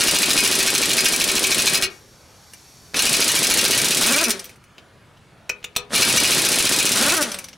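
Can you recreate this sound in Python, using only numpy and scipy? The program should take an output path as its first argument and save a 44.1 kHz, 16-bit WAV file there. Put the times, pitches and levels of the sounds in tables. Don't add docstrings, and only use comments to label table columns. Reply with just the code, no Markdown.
import sys
import numpy as np
from scipy import signal
from scipy.fft import rfft, irfft
from scipy.io import wavfile
from scipy.ndimage import uniform_filter1d, minimum_filter1d

SR = 44100
rng = np.random.default_rng(int(sys.argv[2]) if len(sys.argv) > 2 else 0)


def volts(x):
    e = np.asarray(x, float) / 20
    return 10 ** e


def store_wav(level_fs):
    pcm = np.round(np.clip(np.atleast_2d(level_fs), -1, 1) * 32767)
    wavfile.write(sys.argv[1], SR, pcm.T.astype(np.int16))


N = 333837


def evened(x):
    return x / np.sqrt(np.mean(x ** 2) + 1e-20)


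def read(points, hz):
    f, value = np.transpose(points)
    return np.interp(np.log(hz + 1), np.log(f + 1), value)


def add(mix, start_s, sound):
    part = mix[max(round(start_s * SR), 0):][:len(sound)]
    part += sound[:len(part)]


def colour(x, spectrum):
    hz = abs(np.fft.fftfreq(4096, 1 / SR))
    log_gain = np.log(volts(np.maximum(read(spectrum, hz), -90)))
    taps = np.fft.ifft(np.exp(np.conj(signal.hilbert(log_gain)))).real[:2048]
    return signal.oaconvolve(x, taps / np.linalg.norm(taps))[:len(x)]


def resonate(x, hz, width_hz):
    r = np.exp(-np.pi * width_hz / SR)
    angle = 2 * np.pi * hz / SR
    gain = np.sqrt(2 * (1 - r * r)) * np.sin(angle)
    return signal.lfilter([gain], [1, -2 * r * np.cos(angle), r * r], x)


def ring_modes(x, modes):
    return sum(volts(db) * resonate(x, hz, width_hz) for hz, width_hz, db in modes)


def burst(t60, length=6000):
    return rng.standard_normal(length) * volts(-60 * np.arange(length) / SR / t60)


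# frequency in Hz, level in dB per Hz.
GARAGE_COLOUR = [(20, -41), (45, -36), (90, -5.5), (170, -11), (300, -17), (600, -18), (1600, -22),
                 (2300, -26), (3100, -27), (3700, -29), (8000, -38.5), (10200, -38), (13000, -48),
                 (16000, -52)]


def garage():
    frames, hz = N // 256 + 5, np.fft.rfftfreq(1024, 1 / SR)
    a, b, c, d, patches = rng.standard_normal((frames, 513, 5)).T
    patches = evened(uniform_filter1d(uniform_filter1d(patches, 4, 0), 30, 1))
    shared, differing = a + 1j * b, c + 1j * d
    z = np.array([shared + side * 0.23 * differing for side in (1, -1)])
    z *= volts(read(GARAGE_COLOUR, hz)[:, None] + 2.3 * patches)
    wash = signal.istft(z, nperseg=1024, noverlap=768)[1][:, :N]
    return volts(-51.5) * evened(wash)


# frequency in Hz, t60 in seconds.
WALL_T60 = [(200, 0.32), (1000, 0.4), (4000, 0.16), (12000, 0.071)]
# frequency in Hz, left-right likeness from 0 to 1.
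LIKENESS = [(100, 1), (600, 0.99), (2000, 0.98), (5000, 0.98), (9000, 0.98), (14000, 1)]


def walls(x):
    taps = np.zeros((2, SR // 2))
    at = np.arange(200, SR // 2 - 20, 20) + rng.integers(0, 20, (2, (SR // 2 - 201) // 20))
    np.put_along_axis(taps, at, rng.choice([-1., 1.], at.shape), 1)
    hz, t, z = signal.stft(taps, SR, nperseg=256)
    decay = volts(-60 * t / read(WALL_T60, hz)[:, None])
    tail = signal.istft(z * decay, SR, nperseg=256)[1]
    tail /= np.linalg.norm(tail[0])
    length = tail.shape[1]
    same = np.clip(read(LIKENESS, np.fft.rfftfreq(length, 1 / SR)), 0, 1)
    side = irfft(rfft(tail[0] - tail[1]) * np.sqrt(1 - same) * 3.1, length)
    return signal.fftconvolve(x[None], tail[0] + np.array([side, -side]), axes=1)[:, :N]


# time in seconds, level in dB.
LEAK_LEVEL = [(1.898, -48.5), (2.05, -57), (2.3, -56.5), (2.6, -52.5), (2.93, -53), (2.96, -59)]
# frequency in Hz, level in dB per Hz.
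LEAK_HISS = [(1180, -66), (2000, -28.5), (2320, -4.5), (2930, -41.5), (3310, -7), (4150, -8), (4450, -6),
             (4900, -8), (5540, -1.5), (6820, -5.5), (7910, -9), (8630, -9), (11800, -10.5), (16000, -25)]
# frequency in Hz, width in Hz, level in dB.
VALVE_CAVITIES = [(4600, 220, -8), (5610, 240, -8), (6270, 180, -15)]


def leak():
    s, db = np.transpose(LEAK_LEVEL)
    t = np.arange(s[0], s[-1], 1 / SR)
    bands = ring_modes(rng.standard_normal(len(t)), VALVE_CAVITIES)
    hiss = colour(rng.standard_normal(len(t)), LEAK_HISS)
    return s[0], volts(np.interp(t, s, db)) * (hiss + bands)


# start in
# seconds, peak in dB, ring in Hz, brightness from 0 to 1.
TICKS = [(2.5356, -31, 1910, 0.5), (2.535, -25, 2900, 0.75), (2.943, -5, 2620, 0.18),
         (2.9667, -10.5, 5650, 0.8), (3.031, -4.5, 7100, 0.1), (4.239, 0, 9800, 0.95),
         (4.2826, -11, 9100, 0.96), (4.2955, -13, 8600, 0.9), (4.305, 0.5, 7160, 0.95),
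         (4.394, -18, 5500, 0.9), (4.443, -19, 13500, 0.4), (4.454, -26, 13450, 0.7),
         (4.4931, -24.5, 2500, 0.46), (4.558, -37, 2160, 0.65), (4.6394, -33.5, 2420, 0.4),
         (4.781, -27, 2900, 0.1), (5.1716, -41, 3050, 0.2), (7.1677, -6.5, 10100, 0.8),
         (7.209, -10, 7600, 0.7), (7.2253, -5.5, 9800, 0.95), (7.317, -13.5, 5300, 0.64),
         (7.343, -10, 8450, 0.2), (7.387, -12, 2670, 0.6), (7.442, -18, 5930, 0.5),
         (7.485, -22.5, 5700, 0.4), (7.5301, -27.5, 5570, 0.1)]
# start in seconds, peak in dB, ring in Hz, brightness from 0 to 1.
GRAZES = [
    (5.6282, -35, 2950, 0),
    (5.7529, -27, 2600, 0.2),
    (5.9044, -33, 2220, 0),
]
# frequency in Hz, width in Hz, level in dB.
CLUTCH = [(2360, 47, -2.5), (5990, 136, 2), (9400, 110, -4), (13450, 60, -8)]
# frequency in Hz, level in dB per Hz.
BRIGHT_STEEL = [(600, -33), (1500, -8), (2500, 1), (4500, 0.5), (7000, 1.5), (9600, 3), (12000, -5),
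                (16000, -11.5)]
# frequency in Hz, level in dB per Hz.
DULL_TOUCH = [(800, -14), (1800, -12.5), (2800, -5.5), (7000, -16), (10000, -36.5), (16000, -37)]


def ticks():
    out = np.zeros(N)
    for s, db, hz, bright in TICKS + GRAZES:
        snap, bright = burst(0.058), np.clip(bright, 0, 1)
        bright_part = colour(snap, BRIGHT_STEEL) + 0.49 * ring_modes(snap, CLUTCH)
        body = bright * bright_part + (1 - bright) ** 2 * colour(snap, DULL_TOUCH)
        add(out, s, volts(db - 11.5) * (body + 0.48 * resonate(snap, hz, 320)))
    return out


# start in seconds, peak in dB.
KNOCKS = [
    (5.494, -20),
    (5.642, -25),
    (5.763, -11.5),
]
# frequency in Hz, width in Hz, level in dB.
TUBE_MODES = [
    [(2550, 100, 8.5), (2480, 150, -3), (2900, 290, -5.5), (4250, 180, -7), (5800, 110, -1),
     (6200, 210, -25), (10400, 120, -38), (11900, 100, -34), (14200, 130, -29)],
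    [(2700, 110, -10), (2900, 140, 2.5), (3700, 400, 0), (5850, 150, -11), (6800, 84, -3),
     (10800, 100, -23), (13500, 110, -18), (14600, 100, -25)],
    [(1260, 180, -14), (2660, 200, -5), (3600, 440, -9), (4230, 350, 0), (5750, 100, -8), (6800, 150, -9),
     (7730, 180, -2), (9300, 180, -4), (10700, 170, -28), (13700, 96, -7)],
]
# frequency in Hz, level in dB, t60 in seconds.
DISC_RINGS = [(412, -17, 0.18), (490, -19, 0.24), (1240, -22, 0.17), (2465, -48, 0.08)]
# frequency in Hz, level in dB per Hz.
RATTLE_COLOUR = [(400, -42.5), (900, -15), (1800, -14.5), (2400, 5.5), (4000, -1.5), (5800, 0),
                 (7400, -5.5), (10400, -14), (16000, -18)]


def knocks():
    out, t = np.zeros(N), np.arange(12000) / SR
    for (s, db), modes in zip(KNOCKS, TUBE_MODES):
        settling = 0.58 * np.roll(burst(0.058, length=12000), 200)
        scuff = rng.standard_normal(12000) * (t < 0.008) * np.tanh(t / 0.0007)
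        contact = settling + scuff
        disc = sum(volts(d - 60 * t / t60) * np.sin(2 * np.pi * (hz * t + rng.random()))
                   for hz, d, t60 in DISC_RINGS)
        swelling = 4.5 * disc * np.tanh(t / 0.037)
        knock = ring_modes(contact, modes) + 1.05 * colour(contact, RATTLE_COLOUR) + swelling
        add(out, s - 0.001, volts(db - 7.5) * knock)
    return out


FULL_AIR_DB = -20
# time in seconds, air flow in dB, vane puffs in Hz at full spin.
BURSTS = [
    [(0, -16, 172.2), (1.2, -20, 172), (1.75, -18.5, 167), (1.81, -30, 146), (1.9, -62, 102)],
    [(2.935, -47, 154), (2.965, -17.5, 170.3), (3.97, -16.5, 183.3), (4.07, -18.5, 228.5),
     (4.12, -16.5, 291.7), (4.225, -25.5, 345.4), (4.245, -44, 266), (4.31, -30.5, 198.7),
     (4.55, -52.5, 149)],
    [(5.895, -51, 126), (5.945, -13, 171), (6.925, -17.5, 167.9), (7.03, -15.5, 285), (7.085, -15, 315.4),
     (7.145, -22, 391), (7.165, -25, 338), (7.3, -30, 200), (7.57, -57, 159.6)],
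]
# rebound in dB, cam tick in dB, thump under load in dB.
NUTS = [
    (-11.5, -16.5, -0.5),
    (-11, -11.5, 0),
    (-11, -13, 3),
]
# level in dB at the first blow, level in dB at the last.
HUB_DB = [
    (-37.5, -35.5),
    (-47, -38),
    (-52, -44),
]
# frequency in Hz, width in Hz.
HUB_RING = (389, 42)
# frequency in Hz, width in Hz, level in dB.
THROAT = (1564, 570, -3)
# frequency in Hz, level in dB.
MUFFLER = [(60, -40.5), (130, -8), (230, 7), (330, -10), (560, 4), (800, -10), (1400, -6), (1900, -3.5),
           (2400, -27.5), (3500, -24)]
# frequency in Hz, level in dB per Hz.
EXHAUST = [(40, -32), (100, -5), (300, 1.5), (800, -6), (1400, -5.5), (2500, -4), (4100, 0), (7000, -6),
           (10000, -5), (16000, -28.5)]
# lead in seconds before the blow, signed strength.
JOLTS = [
    (.017, 0.7),
    (.0055, -0.9),
]


def vane_puffs(port, turns, loose, air_db, puff_db, pressure):
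    sung = evened(resonate(resonate(port, *THROAT[:2]), *THROAT[:2]))
    throat = loose * volts(THROAT[2] + 0.67 * np.minimum(air_db - FULL_AIR_DB, 0)) * sung
    hum = loose * volts(-12.5) * np.cos(2 * np.pi * turns)
    return volts(puff_db) * uniform_filter1d(pressure, 60) * (evened(colour(port, MUFFLER)) + throat - hum)


def exhaust_hiss(turns, uneven, spin, air_db):
    gusts = 0.61 + 0.27 * np.exp(-(turns % 1) / 0.16) * uneven
    return volts(air_db) * spin ** 0.6 * colour(gusts * rng.standard_normal(len(turns)), EXHAUST)


def hub_ring(hub_db, shaking):
    noise = rng.standard_normal(len(hub_db))
    ring = evened(resonate(resonate(noise, *HUB_RING), *HUB_RING))
    return volts(hub_db) * uniform_filter1d(shaking, 200) * ring


def case_thump(until, thump_db):
    thump_hz, width_s = 331, 0.0026
    jolts = 0
    for lead, strength in JOLTS:
        x = until - lead
        jolts = jolts + strength * np.exp(-(x / width_s) ** 2) * np.cos(2 * np.pi * thump_hz * x)
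    return volts(thump_db) * jolts


def motor(rows, blows, nut, ring_db):
    s, *columns = np.transpose(rows)
    t = np.arange(s[0], s[-1], 1 / SR)
    air_db, hz = (np.interp(t, s, c) for c in columns)
    loose = np.maximum.accumulate(np.clip((hz - 185.8) / 23.1, 0, 1))
    driven = np.clip(1.5 + (air_db - FULL_AIR_DB) / 4, 0, 1)
    stall = np.clip(0.75 * (1 - loose) + 0.1595 * loose * driven, 0, 1)

    hits = np.r_[-1, np.transpose(blows)[0], N / SR + 1]
    first_s, last_s = hits[1], hits[-2]
    after = np.searchsorted(hits, t)
    since, until = t - hits[after - 1], hits[after] - t

    spin = 1 - stall * np.exp(-(since / 0.038) ** 2)
    flutter = 1 + 0.02 * uniform_filter1d(rng.standard_normal(len(t)), 150)
    turns = np.cumsum(hz * spin * flutter) / SR
    turns -= np.interp(hits[after] - 0.006, t, turns)
    uneven = 1 + stall * (1 - loose) * 0.55 * np.cos(np.pi * turns)
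    port = -sum(np.cos(2 * np.pi * k * turns) for k in range(1, 14)) * uneven

    lag_s = 0.039 * (1 - loose) + 0.028 * loose
    refill = 1 - 0.94 * np.exp(-(since / lag_s) ** 2)
    climb = 1 + 1.54 * stall * np.exp(-((until - 0.016) / 0.0037) ** 2)

    slow_db, fast_db, knee_hz = -35.5, -18.5, 68.6
    fast = np.tanh(np.maximum(hz - 170, 0) / knee_hz)
    puff_db = slow_db + (fast_db - slow_db) * fast + np.minimum(air_db + 35, 0)
    puff_db = puff_db + nut[2] * (1 - loose) - 9.5 * np.clip((t - last_s) / 0.01, 0, 1)
    puffs = vane_puffs(port, turns, loose, air_db, puff_db, refill * climb)
    hiss = exhaust_hiss(turns, uneven, spin, air_db)

    hub_db = np.interp(t, [first_s, last_s], ring_db) + 1 * loose * (t < last_s)
    hub_db = hub_db - 251.5 * np.maximum(since - 0.039, 0)
    shaking = 1 + 0.26 * (climb - 1) - 0.13 * (1 - refill) * (t < last_s)
    hub = hub_ring(hub_db, shaking)
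    thump = (since < 0.2) * (1 - loose) * driven * case_thump(until, -24 + nut[2])
    return s[0], puffs + hiss + hub + thump


# start in seconds, blow in dB.
TIGHTEN = [(0.0073, -4.5), (0.0819, -4), (0.1552, -7.5), (0.2296, -3.5), (0.3044, -4.5), (0.3762, -2.5),
           (0.447, -6), (0.5225, -8.5), (0.5989, -9), (0.673, -8.5), (0.7499, -5), (0.8269, -11),
           (0.9039, -10), (0.9785, -4.5), (1.055, -4.5), (1.1329, -10.5), (1.2101, -6), (1.2872, -8.5),
           (1.3634, -11), (1.4392, -5), (1.516, -4.5), (1.5911, -8), (1.6679, -1), (1.744, -4.5),
           (1.8234, -6)]
UNDO_UPPER = [(2.9913, -4), (3.064, -8), (3.1385, -2), (3.2135, -6), (3.2891, -8.5), (3.3614, -11),
              (3.439, -8.5), (3.5096, -6.5), (3.583, -6), (3.6509, -5), (3.719, -5.5), (3.7864, -12.5),
              (3.8549, -15), (3.9171, -14.5), (3.981, -20), (4.0322, -6.5), (4.08, -13.5), (4.1324, -9),
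              (4.1826, -8.5), (4.2393, -13), (4.304, -17)]
UNDO_LOWER = [(5.9514, -4), (6.02, -0.5), (6.0964, -10), (6.171, -2.5), (6.2447, -2), (6.3178, -7),
              (6.3893, -15), (6.4594, -14), (6.528, -10), (6.5958, -14), (6.6623, -10), (6.7328, -15),
              (6.7972, -11), (6.8638, -16), (6.928, -18), (6.9816, -17), (7.0343, -12), (7.0924, -7),
              (7.148, -20.5), (7.2257, -21)]
BLOWS = [TIGHTEN, UNDO_UPPER, UNDO_LOWER]
# frequency in Hz, width in Hz, level in dB.
STEEL_MODES = [(1627, 28, -8), (1900, 87, -3.5), (2275, 55, 5.5), (2576, 62, 5.5), (2868, 42, 1.5),
               (3620, 100, -28), (4120, 65, 2), (4350, 46, -1.5), (4903, 18, -1), (5706, 80, -2.5),
               (6430, 170, -3.5), (7650, 360, -3.5), (9700, 190, 3.5), (13450, 90, -15)]


def steel_rattle():
    age = np.arange(6000) / SR
    chatter = volts(3.5 * evened(uniform_filter1d(rng.standard_normal(6000), 40)))
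    hold = volts(60 * np.minimum(age - 0.01, 0) / 0.079)
    return burst(0.076) * np.tanh(age / 0.0005) * hold * chatter


def hammer():
    clang, bright, ring = np.zeros((3, N))
    rebound_s, cam_s = 0.029, 0.0105
    for blows, rows, (rebound_db, cam_db, _) in zip(BLOWS, BURSTS, NUTS):
        at, air_db, _ = np.transpose(rows)
        for k, (s, blow_db) in enumerate(blows):
            rattle = steel_rattle()
            crack = volts(2.5) * burst(0.0079)
            add(clang, s, volts(blow_db) * (rattle + crack))

            air = np.interp([s + rebound_s, s - cam_s], at, air_db)
            weakening = 0.8 * np.minimum(air - FULL_AIR_DB, 0)
            late, early = weakening + 1.5 * rng.standard_normal(2)
            rebound = (k < len(blows) - 1) * volts(rebound_db + late) * burst(0.051)
            add(bright, s + rebound_s + 0.001 * rng.standard_normal(), rebound)
            add(bright, s - cam_s, (k > 0) * volts(cam_db + early) * burst(0.088))

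            shift = 1.5 * rng.standard_normal(len(STEEL_MODES))
            struck = [(hz * (1 + d / 100), w, db + d) for (hz, w, db), d in zip(STEEL_MODES, shift)]
            add(ring, s, volts(blow_db - 12.5) * ring_modes(rattle, struck))
    return colour(clang, RATTLE_COLOUR) + colour(bright, BRIGHT_STEEL) + ring


def scene():
    near = hammer() + ticks() + knocks()
    for pull in zip(BURSTS, BLOWS, NUTS, HUB_DB):
        add(near, *motor(*pull))
    add(near, *leak())
    return near + volts(-14.5) * walls(near) + garage()


def band_limit(x):
    return signal.sosfilt(signal.butter(12, 16830, fs=SR, output="sos"), x)


def record(dry):
    power_db = 10 * np.log10(abs(uniform_filter1d((dry ** 2).mean(0), 24)) + 1e-12)
    ahead_db = -minimum_filter1d(np.r_[-power_db[50:], np.zeros(50) + 99], size=101)
    fall = np.arange(N) * 276.0 / SR
    held_db = np.maximum.accumulate(ahead_db + fall) - fall
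    over_db = np.maximum(held_db + 14, 0)
    ceiling = 1.2
    ducked = dry / volts(0.67 * uniform_filter1d(over_db, 30))
    clipped = ceiling * np.tanh(ducked / ceiling)
    low_pass = signal.firwin(301, 15900, window=("kaiser", 9), fs=SR)
    finished = signal.oaconvolve(clipped, low_pass[None], "same")
    return band_limit(finished)


dry = scene()
out = record(dry)
store_wav(out)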